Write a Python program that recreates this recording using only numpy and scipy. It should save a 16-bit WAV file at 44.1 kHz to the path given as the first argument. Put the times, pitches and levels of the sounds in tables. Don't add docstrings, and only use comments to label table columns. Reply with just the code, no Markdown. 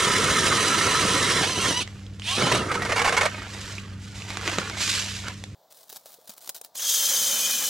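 import sys
import numpy as np
from scipy import signal
from scipy.fft import rfft, irfft, next_fast_len
from scipy.io import wavfile
from scipy.ndimage import uniform_filter1d, map_coordinates

SR = 44100
rng = np.random.default_rng(int(sys.argv[2]) if len(sys.argv) > 2 else 0)


def generate_wav(signal):
    frames = np.transpose(np.atleast_2d(signal))
    scaled = np.clip(frames, -1, 1) * 32767
    pcm = np.round(scaled).astype(np.int16)
    wavfile.write(sys.argv[1], SR, pcm)


N = 339129
TIME = np.arange(N) / SR

# (time [s], tooth-mesh rate [Hz])
BORING_SPEED = [(1.41, 988), (1.442, 715), (1.465, 930), (1.497, 1052), (1.535, 1025), (1.572, 980),
                (1.6, 1062), (1.68, 1070), (1.722, 932), (1.797, 1008), (1.825, 760)]
# (time [s], tooth-mesh rate [Hz])
CLEARING_SPEED = [(2.22, 480), (2.26, 615), (2.32, 752), (2.375, 825), (2.41, 950), (2.445, 1025),
                  (2.485, 988), (2.52, 1085), (2.547, 925), (2.578, 1020), (2.62, 900)]
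# (time [s], tooth-mesh rate [Hz])
NEW_HOLE_SPEED = [(6.755, 375), (6.785, 760), (6.8, 1025), (6.815, 1142), (6.86, 1075), (7.2, 1027),
                  (7.69, 1011)]
# (multiple of the mesh rate, level [dB])
BORING_TONES = [(1, -9), (2, -16), (3, -21), (4, -6), (5, -20), (6, -13.5)]
# (multiple of the mesh rate, level [dB])
FREE_TONES = [(1, -4.5), (2, -9), (3, -6.5), (4, -6.5), (5, -11.5), (6, -6)]
# (multiple of the mesh rate, level [dB])
LIFTING_TONES = [(1, -6), (1.42, -4), (3, -5.5), (4, -5.5), (4.55, -9.5), (5, -10), (6, -12), (6.62, -8.5)]
# (multiple of the mesh rate, level [dB])
NEW_HOLE_TONES = [(3, -3.5), (3.47, -17), (6, -8), (6.55, -12), (12, -9), (15, -8)]
# (time [s], level [dB])
BORING_WHINE = [(0, -34), (.95, -29.5), (1.4, -34), (1.455, -24.5), (1.49, -31.5), (1.74, -29.5),
                (1.797, -25), (1.812, -40)]
# (time [s], level [dB])
BLADE_LOAD = [(0, 0), (1.37, -0.5), (1.47, -7), (1.56, -9.5), (1.665, -0.5), (1.755, -11), (1.81, -10)]
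# (time [s], level [dB])
LIFT_EFFORT = [(2.19, -29), (2.29, 0.5), (2.56, -1.5), (2.65, -12.5), (3.08, -10.5), (3.255, -6.5),
               (3.295, -23)]
# (time [s], length [s], level [dB])
CASING_STRAINS = [(1.228, .035, -30.5), (1.308, .03, -32), (1.422, .02, -29), (1.798, 0.018, -29),
                  (2.215, 0.38, -32.5)]
# (time [s], level [dB], length of contact [s])
WALL_KNOCKS = [(1.43, -12.5, 0.0085), (1.494, -16.5, 0.0046), (1.648, -18.5, 0.011), (2.403, -16.5, .008),
               (2.418, -13, 0.0086), (2.467, -14.5, 0.0077), (2.514, -9.5, 0.0094), (2.547, -12.5, 0.0075),
               (2.715, -14, 0.0052), (2.739, -15.5, 0.016), (2.82, -13.5, 0.0054), (2.85, -16.5, .014),
               (2.892, -15.5, 0.017), (2.918, -11.5, 0.01), (2.957, -13.5, 0.027), (2.991, -10.5, 0.0099),
               (3.014, -11.5, 0.0078), (3.044, -9.5, 0.022), (3.075, -8.5, 0.022), (3.124, -9, .007),
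               (3.143, -13.5, .008), (3.165, -8.5, 0.02), (3.21, -7.5, 0.0086), (3.231, -11.5, .008),
               (3.253, -7.5, 0.0083)]
# (time [s], length [s], spill level [dB], spray level [dB], fall [dB/s])
WATER_WASHES = [(1.815, 0.06, -47, -50.5, 53), (3.24, 0.063, -35, -42, 22.5), (3.477, .27, -46, -39.5, 147),
                (3.978, .21, -53, -47, 58), (4.12, 0.1, -45.5, -43, 60), (4.24, 0.12, -35.5, -40, 63),
                (4.409, 0.088, -28, -32.5, 34), (4.755, .21, -36, -24.7, 57), (5.21, 0.075, -32, -44, 279)]
# (time [s], level [dB])
SLUSH_THUMPS = [(1.41, -14), (1.577, -15), (1.705, -15.5), (2.376, -13), (2.438, -10), (2.533, -9.5),
                (4.581, -14)]
# (time [s], level [dB], starting bubble pitch [Hz], extra slap level [dB])
WET_SPLATS = [(1.876, -29, 1890, -3.5), (2.065, -36, 3000, -5), (2.197, -31, 2870, -4),
              (2.22, -23, 2750, -15), (3.42, -24, 1164, -18), (3.782, -19.5, 2300, -19),
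              (4.221, -25.5, 2560, -7), (4.304, -23.5, 2040, -5), (4.371, -19.5, 1330, 0),
              (4.412, -27, 1410, 1), (4.477, -14.5, 1930, -2.5), (4.585, -11, 1210, -3.5),
              (4.698, -26, 1340, 1), (5.283, -23, 1460, 0.5), (5.439, -25, 3250, -1.5)]
# (time [s], length [s], level [dB])
CRUST_STEPS = [(5.701, 0.14, -51.5), (5.891, 0.083, -43), (6.055, 0.086, -46), (6.272, 0.063, -46),
               (6.364, 0.015, -47.5), (6.404, .1, -46.5), (6.544, 0.028, -42.5), (6.633, 0.026, -48),
               (6.749, .03, -39)]
# (time [s], level [dB])
CRUST_SNAPS = [(5.724, -32), (5.899, -25), (5.927, -23), (5.96, -23.5), (6.058, -29), (6.294, -21),
               (6.38, -30), (6.475, -21.5), (6.4925, -11.5), (6.498, -21), (6.613, -22.5), (6.647, -24.5)]
# (time [s], level [dB], pitch [Hz])
ICE_BUMPS = [(5.926, -39, 440), (6.058, -35, 620), (6.186, -41, 485), (6.291, -42, 208.8),
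             (6.486, -44, 424), (6.612, -41, 480)]
# (multiple of the firing rate, level [dB])
IDLE_TONES = [(1, -41), (2, -47), (3, -60)]
# (pitch [Hz], width [Hz], lift [dB])
HOUSING_RING = [(2960, 1200, 7), (5860, 1060, 3.5), (6670, 57, 4), (9400, 330, 3.5)]
# (pitch [Hz], width [Hz], lift [dB])
AUGER_RING = [(488, 69, 8), (990, 95, 9), (1303, 144, 9.5), (1830, 58, 11.2), (2147, 230, 9.8)]
# (pitch [Hz], width [Hz], lift [dB])
KNOCKED_SHAFT_RING = [(473.5, 71, 17), (1032, 60, 4.1), (2200, 210, 6.7)]
# (pitch [Hz], width [Hz], lift [dB])
RASPING_BLADE_RING = [(5380, 170, 3.8), (6220, 290, 8.5), (6700, 90, 5.2), (7050, 250, 3.1)]
# (pitch [Hz], width [Hz], lift [dB])
BARE_SHAFT_RING = [(529.6, 130, 10), (1663, 41, 6.3)]
# (frequency [Hz], level [dB per Hz])
GEARBOX_COLOUR = [(700, -8.5), (1500, -3.5), (2600, -3.5), (4000, -1), (5000, -2), (7000, -3.5), (8000, -3),
                  (9800, -6), (11000, -14.5), (14000, -26.5), (15500, -55)]
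# (frequency [Hz], level [dB per Hz])
CHIP_COLOUR = [(150, -40.5), (400, 7), (720, -20), (1150, 4), (2000, -1.5), (2600, -11), (4000, -29.5),
               (9000, -35)]
# (frequency [Hz], level [dB per Hz])
CHURN_COLOUR = [(35, -31.5), (70, -7.5), (130, 1), (360, -1), (560, -3.5), (850, -14), (1500, -15.5),
                (5000, -66)]
# (frequency [Hz], level [dB per Hz])
KNOCK_COLOUR = [(100, -12), (350, -23.5), (600, -2.5), (1500, -2.5), (2400, -7.5), (3500, -12.5),
                (7000, -16.5), (10000, -24.5), (15000, -45)]
# (frequency [Hz], level [dB per Hz])
SPILL_COLOUR = [(100, -10), (300, -1.5), (700, -5), (1400, -0.5), (2200, -3), (4000, -11), (12000, -40)]
# (frequency [Hz], level [dB per Hz])
SPRAY_COLOUR = [(600, -24), (1500, -1), (2800, 4), (5000, 2), (7500, 0), (8600, -7.5), (11000, -12.5),
                (14000, -25), (15500, -64)]
# (frequency [Hz], level [dB per Hz])
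CRUNCH_COLOUR = [(88, -56), (150, -12), (190, -15.5), (361, -12), (612, -6.5), (1140, -7.5), (2020, -13.5),
                 (2700, -12.5), (3770, -4.5), (11700, -7), (16000, -3.5)]
# (frequency [Hz], level [dB per Hz])
RASP_COLOUR = [(1500, -36.5), (2700, -11), (3200, 1), (4500, -2), (5800, 1), (9500, -2.5), (11000, -4.5),
               (13000, -3.5), (15600, -6)]
# (frequency [Hz], level [dB per Hz])
SHAFT_COLOUR = [(50, -28), (130, -14), (220, -7), (500, -1.5), (800, 2), (1300, 6.5), (2500, 4.5),
                (4000, -23)]
# (frequency [Hz], level [dB per Hz])
GRIND_COLOUR = [(90, -30), (160, -2), (250, 3.5), (420, -13), (2000, -36)]
# (frequency [Hz], level [dB per Hz])
RUMBLE_COLOUR = [(30, -19), (60, 6), (120, 4), (220, -4), (320, -12), (450, -12.5), (1000, -34),
                 (9000, -49)]
# (frequency [Hz], level [dB per Hz])
AIR_COLOUR = [(30, -32), (157, -8.5), (336, -13), (632, 4.5), (2540, -25.5), (3670, -12), (10800, -24),
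              (16000, -14)]

MOVE_S = 5.548
PORT_LAG, PORT_LAG_NEW = .68, .27
BORE_STOP_S, STOP_DB_PER_S = 1.821, 1002
JAM_S = 1.425
GEARBOX_DB, BLADES_DB, CHURN_DB = -24.5, -25, -27.5
GEARBOX_FOLLOWS, BLADES_FOLLOW, CHURN_FOLLOWS = 0.68, 1.76, 0.87
TURNS_PER_S, SWING, FASTEST_S, SWING_DB = 4.93, .021, .147, 3.5
LIFT_GEARBOX_DB, LIFT_WHINE_DB = -30, -29.5
ENGAGE_S, SCRAPE_S, SCRAPE_DB, SCRAPE_FOLLOWS = 2.36, 1, -29.5, 0.37
SURGE_S, SURGE_DB, SURGE_FOLLOWS = 0.23, -23, 0.43
CASING_HZ = 2980
NEW_START_S, SINK_S, RASP_HOLD_S, RASP_EASES_DB_PER_S = 6.742, 0.18, 0.37, 5
RASP_DB, SHAFT_DB, NEW_WHINE_DB = -22.5, -40, -32
SWEEP_S, SWEEP_DB = 6.765, -31
CHIRP_S, CHIRP_DB = 6.789, -32
SONG_S, SONG_DB, SHAFT_HZ = 7.26, -41, 2440
DIG_S, DIG_DB = 7.0, -52.5
WASH_ATTACK_S, TRICKLE_DB = 0.058, -59
STEP_ATTACK_S, STEP_FALL_DB_PER_S = .004, 700
SCUFF_DB, SCUFF_END_S = -58.5, 6.34
IDLE_HZ = 98.4
CUTOFF_HZ = 15900


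def deep_hole():
    singing, gearbox, blades, churn = boring() + clearing()
    clatter = body(grains(9000, 3.24) * from_db(1.0 * drift(60)), GEARBOX_COLOUR, HOUSING_RING)
    turn = 2 * np.pi * np.cumsum(14.0 * (1 + 0.15 * drift(5.8))) / SR
    bite = from_db(2.0 * np.sin(turn) + 1.23 * drift(55))
    chip_grains = shifting(blades * bite * grains(3500, 0.91), depth=0.47)
    chips = wander(body(chip_grains, CHIP_COLOUR, AUGER_RING), stray_s=.0012)
    slush = from_db(-3) * body(churn * from_db(2.0 * drift(35)) * grains(1500, 1.5), CHURN_COLOUR)
    return casing(singing * gears()) + gearbox * shifting(clatter, depth=0.66) + chips + slush


def boring():
    load_db = np.interp(TIME, *np.transpose(BLADE_LOAD))
    running = from_db(-STOP_DB_PER_S * np.clip(TIME - BORE_STOP_S, 0, .5))
    whine_db = np.interp(TIME, *np.transpose(BORING_WHINE))
    gearbox_db = GEARBOX_DB + GEARBOX_FOLLOWS * load_db
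    blades_db = BLADES_DB + BLADES_FOLLOW * load_db
    churn_db = CHURN_DB + CHURN_FOLLOWS * load_db
    return running * from_db([whine_db, gearbox_db, blades_db, churn_db])


def clearing():
    effort_db = np.interp(TIME, *np.transpose(LIFT_EFFORT), left=-150, right=-150)
    scrape = swell(ENGAGE_S, SCRAPE_S, attack_s=0.029, fall_db_per_s=398)
    surge = swell(ENGAGE_S, SURGE_S, attack_s=0.032, fall_db_per_s=23)
    whine = from_db(LIFT_WHINE_DB + 1.4 * effort_db)
    gearbox = from_db(LIFT_GEARBOX_DB + effort_db)
    blades = scrape * from_db(SCRAPE_DB + SCRAPE_FOLLOWS * effort_db)
    churn = surge * from_db(SURGE_DB + SURGE_FOLLOWS * effort_db)
    return np.array([whine, gearbox, blades, churn])


def gears():
    speed = turning(BORING_SPEED + CLEARING_SPEED)
    wobble = 1 + 0.15 * gear_tones(speed, [(1 / 3, 0)], flutter=0.0026, rough_db=-2.0)
    clean = from_db(SWING_DB * each_turn()) * gear_tones(speed, BORING_TONES, flutter=.003, rough_db=2)
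    stutter = rms_one(from_db(2.5 * drift(110)))
    free = from_db(-2.5) * stutter * gear_tones(speed, FREE_TONES, flutter=.004, rough_db=2)
    rough = from_db(-3.5) * stutter * gear_tones(speed, LIFTING_TONES, flutter=.008, rough_db=3.5)
    return wobble * np.select([TIME < JAM_S, TIME < LIFT_EFFORT[0][0]], [clean, free], rough)


def gear_tones(mesh_hz, orders, flutter, rough_db):
    phase = 2 * np.pi * np.cumsum(mesh_hz * (1 + flutter * drift(44.9))) / SR
    return sum(from_db(db) * rms_one(np.sin(k * phase) * from_db(rough_db * drift(21)))
               for k, db in orders)


def turning(speed):
    return np.interp(TIME, *np.transpose(speed)) * (1 + SWING * each_turn())


def each_turn():
    return (TIME < JAM_S) * np.cos(2 * np.pi * TURNS_PER_S * (TIME - FASTEST_S))


def casing(whine):
    strain = np.max([from_db(db) * swell(s, length_s, attack_s=length_s / 6, fall_db_per_s=500)
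                     for s, length_s, db in CASING_STRAINS], axis=0)
    whine = signal.sosfilt(signal.butter(2, 750, "high", fs=SR, output="sos"), whine)
    flare = .7 * signal.lfilter(*signal.iirpeak(CASING_HZ, 16, fs=SR), whine)
    slapping = np.sign(whine) + 2.1 * rng.standard_normal(N)
    buzz = signal.sosfilt(signal.butter(2, [2350, 4100], "band", fs=SR, output="sos"), slapping)
    return whine + flare + strain * rms_one(buzz)


def knocks():
    rubbing = from_db(.5) * clearing()[2]
    banging = np.max([from_db(db) * swell(s, length_s, attack_s=0.0013, fall_db_per_s=950)
                      for s, db, length_s in WALL_KNOCKS], axis=0)
    scrape = shifting(np.hypot(rubbing, banging) * grains(2800, 2.3), depth=.6)
    ringing = wander(body(scrape, KNOCK_COLOUR, KNOCKED_SHAFT_RING), stray_s=.001)
    return from_db(-9.5) * ringing


def new_hole():
    crust = from_db(RASP_DB) * swell(NEW_START_S, RASP_HOLD_S, SINK_S, RASP_EASES_DB_PER_S)
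    rasp_grains = shifting(crust * from_db(0.69 * drift(77)) * grains(9000, 1.4), depth=0.78)
    rasp = body(rasp_grains, RASP_COLOUR, RASPING_BLADE_RING)

    shaft = from_db(SHAFT_DB) * np.clip((TIME - NEW_START_S) / 0.34, 0, 1) ** 0.69
    ringing = body(shaft * from_db(1.96 * drift(20)) * grains(3000, 1.4), SHAFT_COLOUR, BARE_SHAFT_RING)
    song = from_db(SONG_DB) * np.clip((TIME - SONG_S) / .15, 0, 1) ** .5
    ringing += song * gear_tones(SHAFT_HZ, [(1, 0)], flutter=.017, rough_db=4)

    speed = turning(NEW_HOLE_SPEED)
    whine = from_db(NEW_WHINE_DB) * swell(CHIRP_S, RASP_HOLD_S, attack_s=0.074, fall_db_per_s=6.5)
    whine += from_db(CHIRP_DB) * swell(CHIRP_S, length_s=0.016, attack_s=0.01, fall_db_per_s=1200)
    tremble = rms_one(from_db(1.5 * drift(150)))
    tones = whine * gear_tones(speed, NEW_HOLE_TONES, flutter=.006, rough_db=2.4) * tremble
    sweep = from_db(SWEEP_DB) * swell(SWEEP_S, .012, attack_s=.003, fall_db_per_s=800)
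    tones += sweep * gear_tones(speed, NEW_HOLE_TONES[-2:], flutter=.006, rough_db=2)

    digging = from_db(DIG_DB) * np.clip((TIME - DIG_S) / 0.21, 0, 1)
    grind = body(digging * grains(1500, 2.1), GRIND_COLOUR)
    return rasp + ringing + grind + tones


def water():
    spill, spray = washes()
    spilling = body(spill * from_db(1.1 * drift(42)) * grains(1100, 2.65), SPILL_COLOUR)
    spraying = body(spray * from_db(1.3 * drift(46)) * grains(5000, 2.7), SPRAY_COLOUR)
    lumps = from_db(-8.5) * body(bursts(SLUSH_THUMPS, 0.00099, 0.0094) * grains(5000, 6.0), CHURN_COLOUR)
    spilling = from_db(-2.5) * shifting(spilling, depth=0.93)
    spraying = from_db(-1.5) * shifting(spraying, depth=0.38)
    return spilling + spraying + lumps


def washes():
    spill = spray = from_db(TRICKLE_DB) * (TIME > BORE_STOP_S)
    for s, length_s, spill_db, spray_db, fall in WATER_WASHES:
        flow = swell(s, length_s, WASH_ATTACK_S, fall)
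        spill = np.hypot(spill, from_db(spill_db) * flow)
        spray = np.hypot(spray, from_db(spray_db) * flow)
    return spill, spray


def splats():
    out, age = np.zeros(N), TIME[:SR // 20]
    for s, db, hz, _ in WET_SPLATS:
        at = int(s * SR)
        bubble = np.sin(2 * np.pi * hz * age * (1 + 22 * age)) * np.exp(-age / .0028)
        out[at:at + len(age)] += from_db(db - 3.5) * bubble
    slap_rows = [(s, db + slap_db) for s, db, _, slap_db in WET_SPLATS]
    slap = bursts(slap_rows, .0001, .001) * rng.standard_normal(N)
    return out + from_db(-2.0) * body(slap, SPRAY_COLOUR) + from_db(-0.5) * body(slap, SPILL_COLOUR)


def steps():
    scuff = [(CRUST_STEPS[0][0], SCUFF_END_S - CRUST_STEPS[0][0], SCUFF_DB)]
    tread = np.max([from_db(db) * swell(s, length_s, STEP_ATTACK_S, STEP_FALL_DB_PER_S)
                    for s, length_s, db in CRUST_STEPS + scuff], axis=0)
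    crush = tread * rms_one(from_db(2.3 * drift(90))) * grains(5000, 4.8)
    snaps = from_db(-9) * bursts(CRUST_SNAPS, .0002, .0023) * grains(20000, 1.5)
    return body(shifting(crush + snaps, depth=0.42), CRUNCH_COLOUR) + bumps()


def bumps():
    out, age = np.zeros(N), TIME[:SR // 10]
    for s, db, hz in ICE_BUMPS:
        at, cycles = int(s * SR), hz * age
        thud = np.sin(2 * np.pi * cycles) * (1 - np.exp(-2 * cycles)) * np.exp(-cycles / 1.7)
        out[at:at + len(age)] += from_db(db) * thud
    return out


def boat():
    phase = 2 * np.pi * np.cumsum(IDLE_HZ * (1 + 0.0077 * drift(5.3))) / SR
    firing = sum(from_db(db) * rms_one(np.sin(k * phase) * from_db(0.81 * drift(30)))
                 for k, db in IDLE_TONES)
    return firing + from_db(-44) * body(rng.standard_normal(N), RUMBLE_COLOUR)


def breeze():
    lumps = signal.sosfilt(signal.butter(1, [20, 70], "band", fs=SR, output="sos"),
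                           rng.standard_normal((2, N)))
    flutter = rms_one(signal.sosfilt(signal.butter(1, 300, fs=SR, output="sos"), lumps))
    return from_db(-59 + 2 * drift(2)) * flutter


def quiet_air():
    return from_db(-61.5) * body(rng.standard_normal(N), AIR_COLOUR)


def from_db(db):
    return 10 ** (np.asarray(db) / 20)


def rms_one(x):
    return x / np.sqrt(np.mean(x ** 2) + 1e-20)


def drift(rate):
    r = np.exp(-40 * np.pi * rate / SR)
    noise = rng.standard_normal(N // 20 + 2002)
    slow = signal.lfilter([1], [1, -2 * r, r * r], noise)[2000:]
    return np.interp(np.arange(N) / 20, np.arange(len(slow)), rms_one(slow))


def grains(per_s, spread_db):
    sizes = from_db(spread_db * np.minimum(rng.exponential(1, N), 4.5))
    return rms_one(sizes * rng.choice([-1, 1], N) * (rng.random(N) < per_s / SR))


def bursts(rows, rise_s, fall_s):
    out, age = np.zeros(N), TIME[:SR // 3]
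    shape = (1 - np.exp(-age / rise_s)) * np.exp(-age / fall_s)
    for s, db, *rest in rows:
        at = int(s * SR)
        out[at:at + len(age)] += from_db(db) * shape[:N - at] / shape.max()
    return out


def swell(start_s, length_s, attack_s, fall_db_per_s):
    age = TIME - start_s
    return np.clip(age / attack_s, 0, 1) * from_db(-np.clip(fall_db_per_s * (age - length_s), 0, 200))


def body(x, spectrum, modes=()):
    size = 2 * next_fast_len(N // 2 + SR // 4)
    hz = np.arange(size // 2 + 1) * SR / size + 1
    points = np.array(spectrum)
    db = np.interp(np.log(hz), np.log(points[:, 0]), points[:, 1])
    for centre, width, lift in modes:
        db = db + lift / (1 + ((hz - centre) / width * 2) ** 2)
    cepstrum = irfft(np.log(rms_one(from_db(db))))
    cepstrum[1:size // 2] *= 2
    cepstrum[size // 2 + 1:] = 0
    return irfft(rfft(x, size) * np.exp(rfft(cepstrum)))[:N]


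def shifting(x, depth):
    delays = (rng.uniform(.0003, .004, 6) * SR).astype(int)
    paths = sum(drift(15.0) * np.roll(x, d) for d in delays) / np.sqrt(len(delays))
    return (x + depth * paths) / np.sqrt(1 + depth ** 2)


def wander(x, stray_s):
    lag = uniform_filter1d(drift(4), SR // 25) * stray_s * SR
    return map_coordinates(x, [np.arange(N) + lag], order=3, mode="nearest")


def place(x, pan_db, lag, scatter_db, scatter_hz):
    size = next_fast_len(N + SR // 8)
    hz, age = np.arange(size // 2 + 1) * SR / size, TIME[:SR // 8]
    tail = rng.standard_normal(len(age)) * np.exp(-age / .02) * (age > .002)
    echoes = rms_one(tail) / np.sqrt(len(age))
    treble = hz ** 2 / (hz ** 2 + 350 ** 2)
    scatter = from_db(scatter_db) * hz ** 2 / (hz ** 2 + scatter_hz ** 2) * rfft(echoes, size)
    left = from_db(pan_db * treble / 2) * np.exp(-2j * np.pi * lag * hz / SR) + scatter
    right = from_db(-pan_db * treble / 2) - scatter
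    return irfft(rfft(x, size) * np.array([left, right]), size)[:, :N]


def scene():
    first = place(deep_hole() + knocks(), pan_db=-3.0, lag=PORT_LAG, scatter_db=-12.0, scatter_hz=300)
    surroundings = water() + splats() + boat()
    first += place(surroundings, pan_db=-3.0, lag=PORT_LAG, scatter_db=-11.5, scatter_hz=300)
    first += breeze()
    second_spot = new_hole() + steps() + quiet_air()
    second = place(second_spot, pan_db=0.7, lag=PORT_LAG_NEW, scatter_db=-10.5, scatter_hz=4000)
    return np.where(TIME < MOVE_S, first, second)


def record(dry):
    rounded = .6 * np.tanh(dry / .6)
    return signal.sosfilt(signal.ellip(10, .2, 70, CUTOFF_HZ, fs=SR, output="sos"), rounded)


dry = scene()
out = record(dry)
generate_wav(out)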